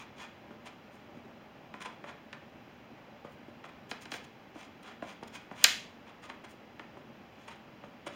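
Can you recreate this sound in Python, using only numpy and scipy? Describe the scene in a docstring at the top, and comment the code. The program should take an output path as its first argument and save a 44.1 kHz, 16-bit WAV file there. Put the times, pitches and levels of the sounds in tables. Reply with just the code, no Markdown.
"""In a small, hard-walled studio a palette knife dabs and drags oil paint over a stretched canvas.
Midway it picks up paint from a disposable plate, where a noise swell rises into one sharp snap.
Landings are short falling chirps from struck modes, each with a bright skid and a dull rub.
Strokes are runs of tiny slips with smooth noise, shaped by the blade's modes and a rise and fall.
Faint canvas bumps, dense room reflections and a wash of coloured air noise fill the background."""
import sys
import numpy as np
from scipy import signal
from scipy.fft import rfft, irfft
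from scipy.io import wavfile

SR = 44100
rng = np.random.default_rng(int(sys.argv[2]) if len(sys.argv) > 2 else 0)


def output_pcm(signal):
    """Save a mono or channel-first signal as 16-bit PCM at the path in sys.argv[1].

    Samples are clipped to [-1, 1] before scaling.
    """
    pcm = np.clip(np.atleast_2d(signal).T, -1, 1) * 32767
    wavfile.write(sys.argv[1], SR, np.round(pcm).astype(np.int16))


N = 359415
EDGE_HZ = 15900  # upper band limit; also the zero-delay point of the chirps


def amp(db):
    """Decibels to gain."""
    return 10 ** (np.asarray(db) / 20)


def unit(x):
    """Scales to rms 1."""
    return x / np.sqrt(np.mean(x ** 2) + 1e-20)


def read(points, hz):
    """Interpolates (hz, value) points on a log-frequency axis."""
    f, value = np.transpose(points)
    return np.interp(np.log(hz + 1), np.log(f + 1), value)


def add(mix, start_s, sound):
    """Mixes a sound in at start_s, cropped to the mix."""
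    at = round(start_s * SR)
    sound = sound[max(-at, 0):]
    part = mix[max(at, 0):][:len(sound)]
    part += sound[:len(part)]


def resonance(hz, centre_hz, width_hz):
    """Response of one damped mode, 1 at its centre."""
    return 1j * hz * width_hz / (centre_hz ** 2 - hz ** 2 + 1j * hz * width_hz)


def body(modes, hz):
    """Direct path plus ringing modes."""
    return 1 + sum(amp(db) * resonance(hz, f, width_hz) for f, width_hz, db in modes)


def chirp(hz, spread):
    """Bending waves carry treble fastest: delay spread / sqrt(Hz) turns a click into a falling chirp."""
    delay_s = spread * np.maximum(1 / np.sqrt(hz + 350) - 1 / np.sqrt(EDGE_HZ), 0)
    return np.exp(-2j * np.pi * np.cumsum(delay_s) * hz[1])


def wander(count, rate_hz):
    """Smooth random signal of rms 1, its rates above rate_hz rolled off."""
    hz = np.fft.rfftfreq(count, 1 / SR)
    slow = rfft(rng.standard_normal(count)) / (1 + (hz / rate_hz) ** 2)
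    return unit(irfft(slow, count))


CUSHION_STEEPNESS = 2.8  # power of frequency by which wet paint cuts treble above the corner


def blow(spectrum, modes, corner_hz, thump_db, echoes, spread, size=16384):
    """A cushioned blow and its edge returns ring the surface as a chirp; rms 1 over the first 10 ms."""
    hz = np.fft.rfftfreq(size, 1 / SR)
    returns = sum(strength * np.exp(-2j * np.pi * hz * delay_s) for delay_s, strength in echoes)
    edges = 1 + returns / (1 + (hz / 9000) ** 2)
    cushion = 1 / (1 + (hz / corner_hz) ** CUSHION_STEEPNESS)
    thump = amp(thump_db / (1 + (hz / 700) ** 2))
    struck = amp(read(spectrum, hz)) * cushion * thump
    wave = irfft(struck * edges * body(modes, hz) * chirp(hz, spread))[:size // 2]
    return wave / np.sqrt(np.mean(wave[:SR // 100] ** 2))


# spectrum of a blade blow: hz, relative_db
BLOW_SPECTRUM = [(60, -21.5), (200, -3), (500, -1), (1000, -5.5), (1700, -1.5), (3000, -1), (5000, -5),
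                 (9000, -8), (16000, -15)]
# skid of the edge, then dull rub into the paint; levels against the landing
SKID_S, SKID_DB, SKID_TILT_DB_PER_OCT = 0.028, -20, 2
SETTLE_S, SETTLE_DB, SETTLE_TILT_DB_PER_OCT = .07, -14.5, -4
LANDING_RISE = .15  # share of skid and rub length in which pressure builds
FIRM_HZ = 1490  # hardness at which the firm thump applies


def landings(rows, modes, trim_db, firm_thump_db, thump_db_per_oct, scatter=.3, spread=.2, count=7):
    """The blade lands, skids and settles; edge delays differ each time, thump may follow softness."""
    out = np.zeros(N)
    for start_s, level_db, corner_hz in rows:
        echoes = zip(rng.uniform(.0005, .006, count), scatter * rng.choice([-1, 1], count))
        thump_db = firm_thump_db + thump_db_per_oct * np.log2(FIRM_HZ / corner_hz)
        hit = blow(BLOW_SPECTRUM, modes, corner_hz, thump_db, echoes, spread)
        skid = stroke(SKID_S, LANDING_RISE, SKID_TILT_DB_PER_OCT, sizzle_db=0.5, size=2048)
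        rub = stroke(SETTLE_S, LANDING_RISE, SETTLE_TILT_DB_PER_OCT, sizzle_db=1.5, size=8192)
        add(out, start_s, amp(level_db) * hit)
        add(out, start_s, amp(level_db + SKID_DB) * skid)
        add(out, start_s, amp(level_db + SETTLE_DB) * rub)
    return amp(trim_db) * out


# blade landings on canvas: start_s, level_before_trim_db, treble_corner_hz (hardness)
CANVAS_LANDINGS = [(0.505, -47, 1000), (1.143, -49, 790), (1.168, -46.5, 396), (1.247, -52, 400),
                   (1.739, -40.5, 1910), (2.039, -41.5, 1710), (2.328, -41, 3370), (3.245, -41.5, 910),
                   (3.479, -47, 600), (3.640, -44.5, 2350), (6.298, -40, 2600), (6.441, -48, 1200),
                   (6.794, -41.5, 2304), (6.968, -45, 960), (7.836, -44.5, 1202), (8.065, -37, 1210)]
# canvas resonances: centre_hz, width_hz, over_direct_db
CANVAS_RESONANCES = [(149, 15, 14), (233, 33, 7.5), (336, 35, 7.5), (577, 20, 12), (1020, 230, 5)]


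def canvas_taps():
    """Landings on the cloth; a softer one pushes the surface more."""
    return landings(CANVAS_LANDINGS, CANVAS_RESONANCES, trim_db=-2.0,
                    firm_thump_db=-8.5, thump_db_per_oct=7.5)


# blade landings on the plate: start_s, level_before_trim_db, treble_corner_hz (hardness)
PLATE_LANDINGS = [(3.9125, -35, 5570), (4.0545, -46, 5470), (4.1175, -36.5, 7100), (4.1385, -37.5, 3850),
                  (4.555, -44.5, 900), (5.022, -35.5, 1309), (5.225, -40.5, 900), (5.2335, -50, 7500),
                  (5.511, -41, 1400)]
# plate resonances: centre_hz, width_hz, over_direct_db
PLATE_RESONANCES = [(300, 90, 0), (800, 200, 1), (1550, 240, -8), (2500, 90, -2.5), (3110, 130, -6),
                    (4100, 70, 5), (4673, 80, -2), (5110, 110, -2.5), (8820, 300, -2)]


def plate_taps():
    """Landings on the plate; the thump setting is the same at any hardness."""
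    return landings(PLATE_LANDINGS, PLATE_RESONANCES, trim_db=-1.0,
                    firm_thump_db=1.5, thump_db_per_oct=0)


# spectrum of the blade's slips: hz, relative_db
SLIP_SPECTRUM = [(80, -20.5), (300, -5.5), (1000, 2), (2400, 0.5), (3400, 0), (5000, -9), (7000, -10.5),
                 (9200, -14.5), (10500, -29.5), (16000, -24.5)]
# resonances of the sliding blade: centre_hz, width_hz, over_direct_db
BLADE_RESONANCES = [(1040, 300, -4.5), (2395, 250, -3), (3350, 200, -7.5), (6640, 400, -6.5),
                    (9080, 500, -10.5)]


def stroke(length_s, rise, tilt_db_per_oct, sizzle_db, slips_per_s=1600, grain_db=2.5, smear=1.0,
           judder_db=2.0, judder_hz=110, size=16384):
    """Uneven slips and smooth noise through the blade's modes, under a pressure curve; weighted level 1."""
    t, hz = np.arange(size) / SR, np.fft.rfftfreq(size, 1 / SR)
    octaves = np.log2(np.maximum(hz, 500) / 3000)
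    sizzle_band = 1 / (1 + ((hz - 9300) / 1500) ** 4)  # thin edge
    blade = body(BLADE_RESONANCES, hz) * chirp(hz, spread=.15)
    sizes = amp(grain_db * np.minimum(rng.exponential(1, size), 3)) * rng.choice([-1, 1], size)
    slips = unit(sizes * (rng.random(size) < slips_per_s / SR))
    friction = slips + smear * rng.standard_normal(size)
    friction = friction * amp(judder_db * np.clip(wander(size, judder_hz), -2, 2))
    colour_db = read(SLIP_SPECTRUM, hz) + tilt_db_per_oct * octaves + sizzle_db * sizzle_band
    rasp = irfft(rfft(friction) * blade * amp(colour_db))
    pressure = np.interp(t / length_s, [0, np.clip(rise, 0, 1), 1], [0, 1, 0]) ** 0.99
    return pressure * rasp / np.sqrt(np.average(rasp ** 2, weights=pressure ** 2 + 1e-12))


# drags over canvas: peak_s, length_s, level_db, tilt_db_per_oct
CANVAS_DRAGS = [(0.000, 0.11, -48, 0), (0.223, 0.12, -47, 0), (0.672, 0.048, -47.5, 0.7),
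                (0.95, 0.1, -67, 7), (1.823, 0.043, -42.5, 0.5), (1.861, 0.031, -39, -2.1),
                (2.093, 0.068, -46.5, -2.5), (3.328, 0.077, -69, 11), (3.656, 0.033, -52, -1),
                (3.694, 0.023, -51, -4.5), (6.090, 0.054, -51.5, -4), (6.249, 0.06, -50.5, 0),
                (6.296, 0.02, -47.5, -3), (6.449, 0.023, -48.5, -2), (6.513, .06, -60.5, 8),
                (7.442, 0.25, -63.5, 1.5), (7.487, .024, -43.5, -1.7), (7.518, .07, -52.5, -0.5),
                (7.561, 0.0071, -69, 6), (8.073, .025, -41, 0.5), (8.140, 0.09, -57, 1)]
CANVAS_RISE = .55  # share of length in which pressure builds
FLICK_S, SIZZLE_DB, SIZZLE_DB_PER_DOUBLING = 0.036, 3, 3  # sizzle at flick length, loss per doubling


def spreading():
    """Strokes over the canvas; the edge sizzles on the weave, most in quick flicks."""
    out = np.zeros(N)
    for peak_s, length_s, level_db, tilt_db_per_oct in CANVAS_DRAGS:
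        sizzle_db = SIZZLE_DB - SIZZLE_DB_PER_DOUBLING * np.log2(length_s / FLICK_S)
        drag = stroke(length_s, CANVAS_RISE, tilt_db_per_oct, sizzle_db)
        add(out, peak_s - CANVAS_RISE * length_s, amp(level_db) * drag)
    return out


# scrapes on the plate; the last row is a noise swell that rises into the snap:
# peak_s, length_s, level_db, tilt_db_per_oct
PLATE_NOISES = [(3.912, .045, -50.5, 5), (4.026, .04, -50.5, 4.5), (4.146, .09, -46, 4.5),
                (4.246, .025, -54.5, 4), (4.612, .15, -52.5, 0.8), (4.833, .014, -56, 6.5),
                (4.882, .12, -50, -1.65), (5.098, .11, -50.5, 1), (5.280, .015, -51, 5),
                (5.356, .062, -45, 2), (5.647, .2, -42.5, 1)]
PLATE_RISE = 0.52  # share of length in which the level builds


def plate_scrapes_and_swell():
    """Scrapes on the plate, and one noise swell into the snap, made by the same slips and noise."""
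    out = np.zeros(N)
    for peak_s, length_s, level_db, tilt_db_per_oct in PLATE_NOISES:
        noise = stroke(length_s, PLATE_RISE, tilt_db_per_oct, sizzle_db=-1)
        add(out, peak_s - PLATE_RISE * length_s, amp(level_db) * noise)
    return out


# spectrum of the plate's snap: hz, relative_db
SNAP_SPECTRUM = [(60, -31.5), (300, -23), (850, -13.5), (1180, -14.5), (1500, -3.5), (2600, -0.5),
                 (4100, 1.5), (5500, -3.5), (7000, 0), (10000, -10), (12300, -15.5), (14000, -6.5),
                 (16000, -19.5)]
# bending waves returning from the plate's rim: delay_s, strength (signed gain)
RIM_RETURNS = [(.0017, .5), (.0029, -.3), (.0043, .35), (.0075, .2)]


def snap(start_s=5.6405, direct_db=-12, radiated_db=-13.0):
    """The bent plate springs free with a hard crack: (straight ahead, sent into the room)."""
    direct, radiated = np.zeros(N), np.zeros(N)
    ahead = blow(SNAP_SPECTRUM, PLATE_RESONANCES, corner_hz=30000, thump_db=-0.5,
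                 echoes=RIM_RETURNS, spread=0.39)
    # summed over all directions, the plate's peaks and dips even out
    around = blow(SNAP_SPECTRUM, [], corner_hz=30000, thump_db=0.5, echoes=[], spread=.22)
    add(direct, start_s, amp(direct_db) * ahead)
    add(radiated, start_s, amp(radiated_db) * around)
    return direct, radiated


# hand works on the canvas: start_s, end_s
CANVAS_WORK = [(0, 3.8), (6.2, 11)]


def flex(level_db=-67.0, bumps_per_s=45, size_db=2):
    """While the hand works on it, the slack cloth gives faint, dull bumps."""
    t, hz = np.arange(N) / SR, np.fft.rfftfreq(N, 1 / SR)
    working = sum((t > start_s) & (t < end_s) for start_s, end_s in CANVAS_WORK)
    sizes = amp(size_db * np.minimum(rng.exponential(1, N), 3)) * rng.choice([-1, 1], N)
    bumps = working * sizes * (rng.random(N) < bumps_per_s / SR)
    colour = amp(read(BLOW_SPECTRUM, hz)) * body(CANVAS_RESONANCES, hz) / (1 + (hz / 750) ** 2)
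    return amp(level_db) * unit(irfft(rfft(bumps) * colour * chirp(hz, spread=0.1954), N))


# spectrum of the air noise: hz, relative_db
AIR_SPECTRUM = [(25, -19), (50, -16.5), (80, -6.5), (150, -3), (230, 1), (400, -5), (750, -7),
                (1400, -11.5), (2600, -13.5), (4500, -24), (7000, -34.5), (10500, -45.5), (13000, -37.5),
                (15500, -35.5)]
# low room resonances in the air noise: centre_hz, width_hz, over_direct_db
ROOM_RESONANCES = [(80, 11, -7), (127, 12.4, -6.5), (224.3, 24, -4), (600, 42, -5), (800, 69, -3)]


def air(level_db=-54.0, swell_db=-0.08, rustle_db=0.7):
    """Air noise coloured by room modes; its low part stirs unevenly, its high part is nearly steady."""
    hz = np.fft.rfftfreq(N, 1 / SR)
    noise = rfft(rng.standard_normal(N))
    spectrum = noise * amp(read(AIR_SPECTRUM, hz)) * body(ROOM_RESONANCES, hz)
    low_share = 1 / (1 + (hz / 900) ** 2)
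    low = irfft(spectrum * low_share, N) * amp(rustle_db * wander(N, 11.9))
    high = irfft(spectrum * (1 - low_share), N) * amp(swell_db * wander(N, 1.5))
    return amp(level_db) * unit(low + high)


# reverberation time: hz, t60_s
REVERB_TIME = [(150, 1.1), (700, 0.3), (2500, 0.44), (6000, 0.37), (14000, 0.3)]
# reverberation spectrum before the build-up: hz, against_input_db
REVERB_LEVEL = [(150, -1), (800, -1.5), (2500, -3), (5000, -5.5), (8000, -10), (12000, -14), (16000, -9)]


def room(x, first_s=.004, build_s=.006):
    """Dense reflections from near walls: decaying noise, each band with its own decay time."""
    hz, t, z = signal.stft(rng.standard_normal(SR), SR, nperseg=256)
    t60_s = read(REVERB_TIME, hz)[:, None]
    decay = np.exp(-np.log(1000) * t / t60_s)
    equal_energy = np.sqrt(2 * np.log(1000) / t60_s / SR)  # level independent of decay time
    z = z * amp(read(REVERB_LEVEL, hz)[:, None]) * decay * equal_energy
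    tail = signal.istft(z, SR, nperseg=256)[1]
    tail = tail * np.clip((np.arange(len(tail)) / SR - first_s) / build_s, 0, 1)
    return signal.fftconvolve(x, tail)[:N]


def scene():
    """Knife work on canvas and plate, its reverberation, and the air."""
    touches = canvas_taps() + plate_taps() + flex()
    strokes = spreading() + plate_scrapes_and_swell()
    crack, crack_radiated = snap()
    echo = room(amp(-2.0) * touches + amp(1) * strokes + crack_radiated)
    return (touches + strokes + crack + echo + air())[None]


# narrow dips in the microphone's response: centre_hz, width_hz
MICROPHONE_DIPS = [(3680, 170), (4370, 220), (8040, 850), (11730, 1200)]


def record(dry):
    """The microphone's narrow dips, then a linear-phase low-pass at EDGE_HZ."""
    hz = np.fft.rfftfreq(N, 1 / SR)
    colour = np.prod([1 - resonance(hz, f, width_hz) for f, width_hz in MICROPHONE_DIPS], axis=0)
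    heard = irfft(rfft(dry) * colour, N)
    low_pass = signal.firwin(511, EDGE_HZ, window=("kaiser", 9), fs=SR)
    return signal.oaconvolve(heard, low_pass[None], "same")


dry = scene()
out = record(dry)
output_pcm(out)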